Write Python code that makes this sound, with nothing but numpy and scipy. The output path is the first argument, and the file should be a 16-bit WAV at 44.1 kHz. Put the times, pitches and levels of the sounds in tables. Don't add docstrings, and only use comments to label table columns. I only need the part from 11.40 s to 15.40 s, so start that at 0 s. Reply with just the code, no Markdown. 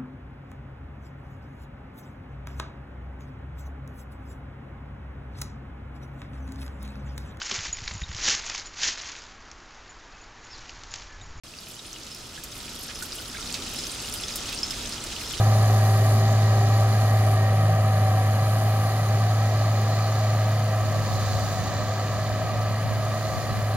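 import sys
import numpy as np
from scipy import signal
from scipy.fft import rfft, irfft
from scipy.io import wavfile
from scipy.ndimage import uniform_filter1d

SR = 44100
rng = np.random.default_rng(int(sys.argv[2]) if len(sys.argv) > 2 else 0)


def inscribe(sig):
    pcm = np.round(np.clip(np.atleast_2d(sig).T, -1, 1) * 32767)
    wavfile.write(sys.argv[1], SR, pcm.astype(np.int16))


N = 176400

# time in seconds, gain in dB.
SWELL_GAIN = [(0, -10), (.3, -8), (.75, -6.5), (1.25, -4.5), (1.75, -3), (2.2, -.5), (2.7, -0.5),
              (3.3, 0.5), (4, 0)]
# time in seconds, gain in dB.
FLOW_GAIN = [(0, -1), (.7, -0.5), (1.1, -2), (1.3, 0), (1.75, -2.5), (1.95, 0), (2.4, 1), (3.7, -0.5),
             (4, 1.5)]
# frequency in Hz, gain in dB.
WATER_SPECTRUM = [(700, -28), (1300, -11.5), (1900, -6.5), (2600, -2), (3400, 0), (5200, 0.5), (7000, -3.5),
                  (10000, -11), (13000, -22.5), (16000, -21)]
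# time in seconds, gain in dB.
FIZZ_GAIN = [(0, -52.5), (1.2, -49), (1.35, -43), (1.75, -55), (1.92, -43.5), (2.3, -51.5), (2.55, -46.5),
             (2.9, -50), (3.15, -59), (4, -52.5)]
# start in seconds, pitch in Hz, level in dB, decay in ms.
BUBBLE_DRIPS = [(0.137, 2600, -35, 2.6), (.187, 4600, -26, 1.7), (.27, 3000, -33.5, 3.6),
                (.392, 3800, -32, 3), (.465, 9200, -39.5, 8.2), (.530, 5980, -21, 1.35),
                (.561, 2830, -34, 3.7), (.667, 5800, -27, 1.5), (.964, 3210, -32.5, 2.3),
                (.977, 1670, -34.5, 7.5), (1.279, 2940, -27.5, 3), (1.489, 1654, -34.5, 6),
                (1.5575, 5900, -22, 0.9), (1.621, 1480, -29, 6), (1.722, 4600, -16, 1.4),
                (1.728, 4850, -24, 2.4), (1.786, 2970, -28, 2.5), (1.80, 1510, -33, 4.4),
                (1.882, 9750, -29.5, 1.4), (1.95, 1600, -32, 8), (1.969, 2220, -30, 4),
                (1.986, 1305, -33.5, 10), (2.098, 2400, -32.5, 6.1), (2.126, 7050, -17, 1.1),
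                (2.142, 4200, -15.5, 1.4), (2.152, 2580, -33, 5.1), (2.361, 8700, -22.5, 1.2),
                (2.468, 6200, -21.5, 1.7), (2.516, 8660, -29, 6), (2.548, 9000, -32, 2.5),
                (2.697, 8900, -30, 2.5), (2.725, 5700, -23.5, 1.8), (2.738, 9200, -25.5, 5.3),
                (2.81, 9800, -32, 3), (2.837, 3400, -26, 3.5), (2.883, 6020, -20.5, 1.5),
                (3.056, 5800, -27, 1.7), (3.125, 2650, -30.5, 6.7), (3.147, 8740, -28, 2.5),
                (3.188, 5400, -21, 2.2), (3.492, 8570, -32.5, 8), (3.640, 7200, -18, 0.67),
                (3.936, 3070, -25.5, 5)]
# start in seconds, spray level in dB, spray centre in Hz,
# spray decay in ms, crack level in dB.
LEAF_SPLATS = [(.748, -36, 8500, 2, -34), (1.037, -34, 7400, 10, -29), (1.431, -34.5, 7850, 8, -36),
               (1.624, -32, 6300, 14, -26), (2.142, -27, 4000, 11, -33), (2.384, -34, 4600, 22, -36),
               (2.739, -33, 8000, 9, -36), (2.9575, -28.5, 8250, 12, -21), (3.083, -34, 3200, 22, -42),
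               (3.126, -33, 3900, 15, -28), (3.307, -30.5, 5170, 9, -33)]
# start in seconds, level in dB.
LINK_STRIKES = [(.716, -33), (.746, -35), (1.551, -31), (2.064, -32), (2.388, -27.5), (2.437, -31),
                (2.835, -26.5), (2.958, -29.5), (3.2315, -16.5), (3.306, -27.5), (3.524, -27.5),
                (3.86, -31)]
# frequency in Hz, relative level in dB, time to fall by 60 dB in seconds.
LINK_MODES = [(5226, -4, 0.11), (5205, -17, 0.27), (5300, -18, 0.14), (3340, -26, 0.16), (7120, -21, 0.1),
              (9300, -29, 0.11)]
# frequency in Hz, left level over right in dB.
LEFT_BALANCE = [(1900, -5.5), (4000, -1), (8000, -0.6), (12000, 1)]
# frequency in Hz, gain in dB.
RUMBLE_SPECTRUM = [(15, -11), (35, 2.5), (60, -1), (115, -3), (170, -6.5), (290, -5.5), (420, -9.5),
                   (700, -12.5), (1050, -15.5), (1310, -9.5), (1550, -16.5), (2000, -19.5), (4000, -35)]
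# frequency in Hz, level before the swell in dB.
HUM_TONES = [(120, -58), (239.5, -54), (352, -59.5), (942, -62)]

TOP_HZ = 15700
TICKS_PER_S = 230


def trickle():
    patter = droplets(per_s=2200, low_hz=910, high_hz=15950, cycles=1.26, spread=.49, pan_db=8)
    bubbles = droplets(per_s=850, low_hz=2420, high_hz=11870, cycles=5.1, spread=.52, pan_db=12)
    fizz = droplets(per_s=420, low_hz=6480, high_hz=11980, cycles=9.3, spread=.57, pan_db=4)
    ticks = droplets(TICKS_PER_S, low_hz=8000, high_hz=14900, cycles=2.2, spread=.54, pan_db=2)
    mid, side = rng.standard_normal((2, N))
    wash = (mid + .21 * side * np.array([[1], [-1]])) * undb(wander(25.33))
    wash = at_rms(colour(wash, WATER_SPECTRUM), db=-41)
    patter = at_rms(colour(patter, WATER_SPECTRUM) * undb(1.95 * wander(60)), db=-41.5)
    bubbles = at_rms(colour(bubbles, WATER_SPECTRUM), db=-42.5)
    sparkle = fizz / np.std(fizz) * envelope(FIZZ_GAIN) + at_rms(ticks, db=-52.5)
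    clumps = undb(3.5 * wander(19))
    return (patter + bubbles + wash) * envelope(FLOW_GAIN) + sparkle * clumps


def droplets(per_s, low_hz, high_hz, cycles, spread, pan_db):
    out = np.zeros((2, N))
    chance = np.random.default_rng(rng.integers(2 ** 30))
    for when, pitch, length, size, place in chance.random((int(per_s * N / SR), 5)):
        hz = min(low_hz + (high_hz - low_hz) * pitch, TOP_HZ)
        decay_s = cycles * 2 ** (2 * length - 1) / hz
        strength = (1.03 - size) ** -spread / np.sqrt(decay_s)
        blip = strength * bubble(hz, decay_s, rise_s=decay_s / 10, glide=.02)
        leftward = 2 * place - 1
        add(out, when * N / SR, blip, pan_db * leftward, lag_s=35e-6 * leftward)
    return out


def bubble(hz, decay_s, rise_s, glide):
    t = np.arange(int(6 * decay_s * SR) + 8) / SR
    phase = 2 * np.pi * hz * t * (1 + glide * t / decay_s / 2)
    return np.sin(phase) * np.exp(-t / decay_s) * (1 - np.exp(-t / rise_s))


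def drips():
    out = np.zeros((2, N))
    for at, hz, db, decay_ms in BUBBLE_DRIPS:
        add(out, at, undb(db) * bubble(hz, decay_ms / 1000, rise_s=2 / hz, glide=.012))
        add(out, at, undb(db - 8) * spray(hz, min(decay_ms, 5), octaves=.3))
    return out


def splats():
    out = np.zeros((2, N))
    for at, db, hz, decay_ms, crack_db in LEAF_SPLATS:
        crack = undb(crack_db) * spray(hz=10000, decay_ms=.58, octaves=.9)
        burst = undb(db) * spray(hz, decay_ms, octaves=.72)
        add(out, at, crack + burst)
    return out


def spray(hz, decay_ms, octaves):
    t = np.arange(2 ** 12) / SR
    clicks = rng.standard_normal(len(t)) * np.exp(.66 * rng.standard_normal(len(t)))
    octaves_off = np.log2((np.fft.rfftfreq(len(t), 1 / SR) + 1) / hz)
    cloud = irfft(rfft(clicks) * np.exp(-.5 * (octaves_off / octaves) ** 2))
    return cloud / np.std(cloud) * np.exp(-1000 * t / decay_ms)


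def links():
    out = np.zeros((2, N))
    for at, db in LINK_STRIKES:
        length = min(1, undb((-21 - db) / 4))
        add(out, at, undb(db) * link_ring(length))
        add(out, at, undb(db - 14.5) * spray(LINK_MODES[0][0], decay_ms=7.1, octaves=.3))
    taps = rng.standard_normal((2, N)) * (rng.random(N) < TICKS_PER_S / SR)
    tinkle = signal.fftconvolve(taps, link_ring(length=1)[None], axes=1)[:, :N]
    return out + at_rms(tinkle, db=-53) * envelope(SWELL_GAIN)


def link_ring(length):
    t = np.arange(SR // 2) / SR
    tuning = 1 + .004 * rng.uniform(-1, 1)
    return sum(undb(db - 60 * t / (t60 * length)) * np.sin(2 * np.pi * hz * tuning * t)
               for hz, db, t60 in LINK_MODES)


def walls(x, t60_s=.064, tail_db=-7):
    t = np.arange(SR // 4) / SR
    response = rng.standard_normal((2, len(t))) * undb(-60 * t / t60_s) * (t > .002)
    response *= undb(tail_db) / np.sqrt(np.sum(response ** 2) / 2)
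    response[:, 0] = 1
    return signal.fftconvolve(x, response, axes=1)[:, :N]


def background():
    mid, side = (colour(noise, RUMBLE_SPECTRUM) for noise in rng.standard_normal((2, N)))
    width = np.minimum(.1 + .35 * np.fft.rfftfreq(N, 1 / SR) / 1500, .55)
    side = irfft(rfft(side) * width, N) * np.array([[1], [-1]])
    out = at_rms(mid + side, db=-40)
    t = np.arange(N) / SR
    for hz, db in HUM_TONES:
        tone = np.sin(2 * np.pi * hz * t + hz / 400 * wander(7))
        out += at_rms(tone * undb(2.4 * wander(9.8)), db)
    return out


def undb(db):
    return 10 ** (np.asarray(db) / 20)


def at_rms(x, db):
    return x * undb(db) / np.sqrt(np.mean(x ** 2))


def envelope(rows):
    return undb(np.interp(np.arange(N) / SR, *np.array(rows).T))


def colour(x, rows):
    hz, db = np.array(rows).T
    gain_db = np.interp(np.log(np.fft.rfftfreq(N, 1 / SR) + 1), np.log(hz), db)
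    return irfft(rfft(x) * undb(gain_db), N)


def wander(per_s):
    hold = int(SR / per_s)
    steps = np.repeat(rng.standard_normal(N // hold + 1), hold)
    return 1.2 * uniform_filter1d(steps, hold)[:N]


def add(out, at, sound, pan_db=0, lag_s=0):
    for channel, sign in zip(out, (1, -1)):
        start = int(np.clip((at - sign * lag_s / 2) * SR, 0, N - 1))
        channel[start:start + len(sound)] += undb(sign * pan_db / 2) * sound[:N - start]


def scene():
    swell = envelope(SWELL_GAIN)
    left, right = walls(trickle() * swell + drips() + splats()) + links()
    left = colour(left, np.array(LEFT_BALANCE) * [1, .5])
    right = colour(right, np.array(LEFT_BALANCE) * [1, -.5])
    return np.array([left, right]) + background() * swell


def record(dry, silence_s=.035):
    low_pass = signal.ellip(10, .2, 80, TOP_HZ, fs=SR, output="sos")
    return signal.sosfilt(low_pass, dry * (np.arange(N) > silence_s * SR))


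dry = scene()
out = record(dry)
inscribe(out)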